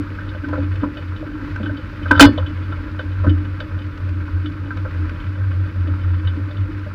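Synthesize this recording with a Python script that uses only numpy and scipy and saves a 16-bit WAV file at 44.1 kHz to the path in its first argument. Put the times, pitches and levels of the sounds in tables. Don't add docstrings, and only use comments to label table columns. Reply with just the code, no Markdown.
import sys
import numpy as np
from scipy import signal
from scipy.fft import rfft, irfft
from scipy.io import wavfile
from scipy.ndimage import uniform_filter1d

SR = 44100
rng = np.random.default_rng(int(sys.argv[2]) if len(sys.argv) > 2 else 0)


def invert_db(x):
    u = np.asarray(x, float) / 20
    return 10 ** u


def pcm_store(signal):
    levels = np.round(np.clip(np.atleast_2d(signal), -1, 1) * 32767)
    wavfile.write(sys.argv[1], SR, levels.astype(np.int16).T)


N = 306054
TIME = np.arange(N) / SR

# pitch in Hz, level in dB, time to fade by 60 dB in seconds.
PANEL_MODES = [(416, -12.5, 0.082), (520, -4, 0.11), (592, 0.5, 0.081), (834, -13, 0.25)]
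SHELL_MODES = [(900, -10.5, 0.17), (999, -3, 0.095), (1107, -10.5, 0.1), (1271, -7, 0.09),
               (1370, -2.5, 0.087), (1520, -0.5, 0.065), (1560, -6.5, 0.099), (1783, -16, 0.18),
               (1806, -27.5, 0.086)]
LINK_MODES = [(1998, -15, 0.075), (2218, -16.5, .15), (2533, -6, 0.054), (2960, -9, .14),
              (3049, -3.5, 0.086), (3415, -12.5, 0.13), (3584, -6.5, 0.073), (3826, -10.5, 0.073),
              (4300, -22, 0.17), (4550, -17.5, 0.14), (4930, -18.5, 0.12)]
# pitch in Hz, gain in dB.
STEEL_PATH = [(20, -20), (45, 6.5), (170, -5.5), (400, -20.5), (570, -17.5), (730, -34.5), (1000, -20.5),
              (1450, -14), (1900, -23), (2600, -25), (2900, -32), (4800, -37.5), (6500, -50), (9000, -60)]


def clamp(pitch_hz):
    # start in seconds, level in dB, hold in seconds, fade in dB per second.
    swings = [(0, -27, .41, 477), (.52, -21, 0.29, 896), (.88, -27.5, 0.0086, 603), (1.03, -28, .06, 101),
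              (1.1, -21.5, 0.042, 402), (1.55, -24.5, 0.17, 548), (1.84, -29, .01, 200),
              (2.06, -19, .1, 100), (2.17, -13, 0.11, 280), (2.41, -17, 0.023, 344), (2.5, -25, .31, 298),
              (2.93, -24, 0.074, 548), (3.09, -20.5, 0.18, 94.5), (3.272, -7.5, 0.032, 121),
              (3.43, -24, 0.1, 51), (3.75, -17.5, .01, 219), (3.87, -23.5, .01, 280),
              (4.04, -20.5, 0.13, 100), (4.34, -16, 0.011, 70), (4.61, -24, .01, 62),
              (4.78, -22, 0.078, 701), (4.96, -20, 0.071, 85), (5.28, -19.5, 0.011, 110),
              (5.41, -17.5, .21, 92), (5.77, -19, .16, 63), (6.06, -15, .05, 79), (6.26, -17.5, .02, 47.5),
              (6.43, -18, 0.011, 205), (6.6, -17.5, 0.027, 203), (6.74, -27.5, 0.24, 60)]
    level_db = curves(swings, rise_db_s=218, rest_db=-36)
    phase = 2 * np.pi * np.cumsum(pitch_hz + 2.2 * walk(25)) / SR
    return np.sqrt(2) * invert_db(level_db + 1.5 * walk(30)) * np.sin(phase)


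def beam():
    # start in seconds, level in dB, hold in seconds,
    # fade in dB per second.
    jolts = [(0, -21, .002, 279), (.22, -35.5, 0.097, 399), (.44, -28, .18, 110),
             (.836, -16.5, .002, 550.5), (.85, -24.5, .002, 104), (1.214, -31.5, 0.296, 500),
             (1.63, -27, 0.083, 119.5), (2.008, -32.5, 0.0022, 176), (2.112, -13, 0.0018, 380),
             (2.126, -17.5, 0.0018, 125), (2.212, 6, 0.03, 420), (2.285, -15, .002, 179.5),
             (2.48, -29.5, .02, 240), (2.69, -33.5, .02, 201), (2.81, -35, 0.066, 238.5),
             (3.02, -35.5, .06, 128), (3.268, -18.5, 0.023, 199.5), (3.295, -23.5, 0.0045, 299),
             (3.34, -33.5, 0.12, 77), (3.62, -35, .002, 142.5), (3.83, -35.5, 0.018, 100.5),
             (4.03, -38, 0.42, 302), (4.45, -30, .002, 71), (4.65, -32, .08, 79.5),
             (4.98, -36, 0.045, 70.5), (5.5, -36, .01, 51), (5.85, -30, 0.0015, 41), (6.36, -28, .02, 202),
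             (6.48, -34.5, .002, 43), (6.69, -32, 0.011, 61)]
    rest_db = -40.5
    level_db = curves(jolts, 1099.5, rest_db)
    pitch_hz = 299.6 - 0.37 * (level_db - rest_db)
    wander_hz = 4.5 * np.clip(-level_db / 30, 0.1, 1) * walk(50)
    phase = 2 * np.pi * np.cumsum(pitch_hz + wander_hz) / SR
    first = np.sqrt(2) * invert_db(level_db + 2.0 * walk(40)) * np.cos(phase)
    second = unit(ring(rng.standard_normal(N), [(311.5, -6, 0.32), (270.2, -6.5, 0.17)]))
    return first + invert_db(np.minimum(level_db, -13) - 3) * second


def soil(level_db):
    rumble = rng.standard_normal(N) * invert_db(0.6 * walk(13))
    patter = invert_db(10.5) * rumble + grains(300, 3.4, 0.0048)
    for modes, part_db in ((PANEL_MODES, -5), (SHELL_MODES, -2), (LINK_MODES, 0)):
        damped = [(hz, db / 2, 0.5 * t60) for hz, db, t60 in modes]
        patter = patter + invert_db(part_db) * unit(ring(grains(180, 2.8, 0.0034), damped))
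    heard = colour(patter, STEEL_PATH)
    middle = band(heard, 1100, 1800)
    return invert_db(level_db) * heard / np.sqrt(np.mean(middle ** 2))


def blows():
    # start in seconds, shell level in dB, shell pitch in Hz, panel level in dB, link level in dB.
    hard_blows = [(0.833, -20, 1100, -38, -51), (2.108, -10.5, 900, -17, -32.5),
                  (2.127, -19, 1410, -29, -31), (2.15, -14, 1373, -27.5, -29.5),
                  (2.177, -13, 1392, -27.5, -24), (2.196, 8.5, 1381, -14, -6), (2.207, 5, 1100, -15, 9),
                  (2.213, 3, 1380, -12, -6), (2.223, 5, 1474, -19.5, 2.5), (2.236, -4, 1374, -21.5, -9.5),
                  (2.252, -8.5, 1350, -21.5, -18), (2.27, -20.5, 1340, -13.5, -31)]
    s, shell_db, shell_hz, panel_db, link_db = np.transpose(hard_blows)
    free_links = [(hz, db, 1.2 * t60) for hz, db, t60 in LINK_MODES]
    links = strike(s, link_db - 6, 3500, free_links, 0.0006, 18)
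    return hit_frame(s, shell_db, shell_hz, panel_db) + links


def stones():
    # start in seconds, shell level in dB, shell pitch in Hz, panel level in dB.
    clunks = [(0.187, -25, 1560, -57), (0.3478, -29, 1560, -33.5), (0.4425, -25, 1570, -49),
              (0.4833, -27.5, 1000, -35.5), (0.5285, -14.5, 1200, -19.5), (0.7534, -32, 1520, -39),
              (0.8158, -31, 1640, -46), (0.8332, -20.5, 1370, -25.5), (0.9692, -30.5, 1580, -30.5),
              (1.5594, -26.5, 1560, -43), (1.6307, -30, 1560, -38), (1.6583, -21, 1580, -37),
              (1.6937, -30, 1500, -33), (2.0573, -19, 1409, -27.5), (2.1111, -2.5, 1560, -20),
              (2.1954, 5, 1430, -1.5), (2.378, -21, 1133, -21), (2.4231, -26.5, 1340, -47),
              (2.4588, -27, 1346, -41), (0.555, -26, 1420, -26.5), (2.7241, -24, 1280, -35),
              (2.9928, -20, 1560, -25.5), (3.2381, -16, 1150, -21.5), (3.2668, -16.5, 1490, -36.5),
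              (3.6038, -21, 1730, -29), (4.4568, -29, 1520, -46), (4.7063, -20, 1530, -48),
              (4.7715, -28, 1344, -37), (4.85, -24, 1370, -29), (5.0928, -33, 1570, -51.5)]
    s, shell_db, shell_hz, panel_db = np.transpose(clunks)
    return hit_frame(s, shell_db, shell_hz, panel_db + 2.5)


def loose_links():
    # start in seconds, level in dB, pitch in Hz.
    ticks = [(0.2902, -33.5, 3800), (0.7583, -32.5, 2520), (0.813, -38.5, 2920), (0.9706, -30, 3170),
             (1.162, -33.5, 3400), (1.63, -33.5, 3070), (1.6577, -31, 2940), (1.7705, -32, 3470),
             (2.0301, -34, 2780), (2.08, -30.5, 2800), (2.1094, -24, 2930), (2.1628, -27.5, 3070),
             (2.2053, 6.5, 2950), (2.377, -25.5, 3200), (2.4626, -27.5, 3040), (2.7217, -38.5, 2960),
             (2.9906, -30.5, 3180), (3.115, -39, 2960), (3.294, -25.5, 2960), (0.349, -40, 3300),
             (3.6031, -26, 3500), (3.7886, -38.5, 3070), (4.459, -26.5, 3100), (4.772, -34.5, 2460),
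             (5.2003, -38, 2995), (5.877, -40.5, 2700), (6.0125, -40, 3300), (6.2728, -27, 3100),
             (6.509, -34, 4000), (6.569, -35, 3300)]
    s, level_db, pitch_hz = np.transpose(ticks)
    damped = [(hz, db, 0.86 * t60) for hz, db, t60 in LINK_MODES]
    return strike(s, level_db, pitch_hz, damped, 0.00067, 22) + scrape(s, level_db + 23, 0.004)


def clods():
    # start in seconds, panel level in dB, panel pitch in Hz, arm level in dB.
    thuds = [(0.578, -19, 466, -28), (0.619, -29, 442, -35), (0.831, -28, 479, -27.5),
             (1.227, -27, 608, -50), (1.6, -24, 470, -23.5), (2.012, -47, 544, -31.5), (2.5, -31, 416, -40),
             (3.264, -18, 503, -20), (3.767, -40, 590, -33), (4.09, -40, 510, -45),
             (5.377, -34.5, 592, -34.5), (5.758, -40.5, 423, -31), (5.877, -30.5, 525, -41),
             (6.361, -39.5, 462, -32), (6.511, -35, 564, -49), (6.567, -37, 542, -38),
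             (6.863, -33.5, 593, -36)]
    # pitch in Hz, level in dB, time to fade by 60 dB in seconds.
    arm_modes = [(44.4, -3.5, 0.11), (137, 4.5, 0.075), (210, 3, 0.19), (335, -11, 0.093)]
    s, panel_db, panel_hz, arm_db = np.transpose(thuds)
    panel = strike(s, panel_db, panel_hz, PANEL_MODES, 0.0018, 20)
    return panel + strike(s, arm_db, 280, arm_modes, 0.003, 3)


def hit_clicks():
    # start in seconds, level in dB.
    snaps = [(0.485, -39.5), (0.7542, -42), (1.5586, -39), (1.6494, -53), (2.383, -47.5), (2.914, -45.5),
             (2.993, -46), (3.2959, -45), (3.601, -39), (3.8647, -47), (3.975, -40), (4.0903, -42.5),
             (4.77, -40.5), (5.0941, -39.5), (5.8716, -45), (6.51, -47.5), (6.793, -45)]
    s, level_db = np.transpose(snaps)
    return band(scrape(s, level_db + 46, 0.0023), 1600, 9000)


def hit_frame(s, shell_db, shell_hz, panel_db):
    shell = strike(s, shell_db, shell_hz, SHELL_MODES, 0.0012, 30)
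    panel = strike(s, panel_db, 524, PANEL_MODES, 0.0013, 20)
    return shell + panel + band(scrape(s, shell_db + 15, 0.006), 100, 9000)


def strike(s, level_db, spot_hz, modes, contact_s, focus_db_per_octave):
    out = 0
    chance = rng.random((len(s), len(modes), 2)) - 0.5
    flutter = invert_db(3.6 * walk(150))
    soft = np.exp(-1 / (contact_s * SR))
    for k, (hz, mode_db, t60) in enumerate(modes):
        near_db = np.maximum(-focus_db_per_octave * np.abs(np.log2(hz / spot_hz)), -14.)
        size = invert_db(level_db + mode_db + near_db + 3.9 * chance[:, k, 0])
        push = np.zeros(N, complex)
        np.add.at(push, (s * SR).astype(int), size * np.exp(2j * chance[:, k, 1]))
        fade = np.exp(-np.log(1000) / (t60 * SR))
        poles = np.exp(2j * np.pi * hz / SR) * np.array([soft, fade])
        tone = signal.lfilter([1 - soft], np.poly(poles), push).imag
        out = out + tone * np.roll(flutter, k * N // len(modes))
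    return out


def scrape(s, level_db, decay_s):
    puffs = np.zeros(N)
    np.add.at(puffs, (s * SR).astype(int), invert_db(level_db))
    fade = np.exp(-1 / (decay_s * SR))
    swell = signal.lfilter([1 - fade], [1, -fade], signal.lfilter([1], [1, -fade], puffs))
    return colour(swell * rng.standard_normal(N), STEEL_PATH)


def grains(rate_hz, spread_db, crumble_s):
    sizes = invert_db(spread_db * rng.exponential(size=N).clip(0, 2.5))
    hits = (rng.random(N) < rate_hz / SR) * sizes
    crumble = signal.lfilter([1], [1, -np.exp(-1 / (crumble_s * SR))], hits)
    return unit(crumble * rng.standard_normal(N))


def ring(push, modes):
    out = 0
    for hz, mode_db, t60 in modes:
        pole = np.exp(2j * np.pi * hz / SR - np.log(1000) / (t60 * SR))
        out = out + invert_db(mode_db) * signal.lfilter([1], [1, -pole], push).imag
    return out


def curves(jolts, rise_db_s, rest_db):
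    s, peak_db, hold_s, fade_db_s = np.transpose(jolts)[:, :, None]
    late = TIME - s
    rise = rise_db_s * invert_db(2 * np.maximum(peak_db + 16, 0)) * np.minimum(late, 0)
    fall = fade_db_s * np.maximum(late - hold_s, 0)
    return np.maximum((peak_db + rise - fall).max(axis=0), rest_db)


def colour(x, points):
    hz, db = np.transpose(points)
    log_hz = np.log(np.arange(2049) * SR / 4096 + 1)
    log_gain = np.interp(log_hz, np.log(hz), db) * np.log(10) / 20
    fold = irfft(log_gain) * np.r_[1, np.full(2047, 2.), 1, np.zeros(2047)]
    return signal.fftconvolve(x, irfft(np.exp(rfft(fold))))[:N]


def band(x, lo_hz, hi_hz):
    return signal.sosfilt(signal.butter(2, [lo_hz, hi_hz], "band", fs=SR, output="sos"), x)


def unit(x):
    return x / np.sqrt(np.mean(x ** 2))


def walk(rate_hz):
    k = int(SR / rate_hz)
    steps = np.repeat(rng.standard_normal(N // k + 1), k)
    return unit(uniform_filter1d(uniform_filter1d(steps, k), k)[:N])


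def scene():
    # time in seconds, soil patter level in dB, clamp pitch in Hz.
    furrow = [(0.0, -41, 94.5), (1.22, -41.5, 91.2), (1.31, -43, 98.67), (1.47, -40.5, 91.26),
              (1.85, -42.5, 94.92), (2.18, -37, 89.97), (2.32, -38.5, 97.46), (2.45, -41.5, 89.4),
              (3.67, -42.5, 92.2), (4.27, -43, 89.9), (4.6, -43.5, 93.93), (5.22, -40.5, 87.43),
              (5.3, -43, 92.4), (6.32, -42.5, 90.65), (6.43, -43, 95.7), (6.94, -43, 92.4)]
    s, soil_db, clamp_hz = np.transpose(furrow)
    rolling = clamp(np.interp(TIME, s, clamp_hz)) + beam() + soil(np.interp(TIME, s, soil_db))
    knocks = blows() + stones() + loose_links() + clods() + hit_clicks()
    return (rolling + knocks)[None]


def band_limit(x):
    return signal.sosfilt(signal.butter(12, 15670, fs=SR, output="sos"), x)


def record(dry):
    hiss = invert_db(-71.5) * rng.standard_normal(dry.shape)
    flat = np.clip(dry + hiss, -0.97, 0.97)
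    tilted = signal.sosfilt(signal.butter(1, 12, "high", fs=SR, output="sos"), flat)
    return band_limit(tilted.clip(-1, 1))


dry = scene()
out = record(dry)
pcm_store(out)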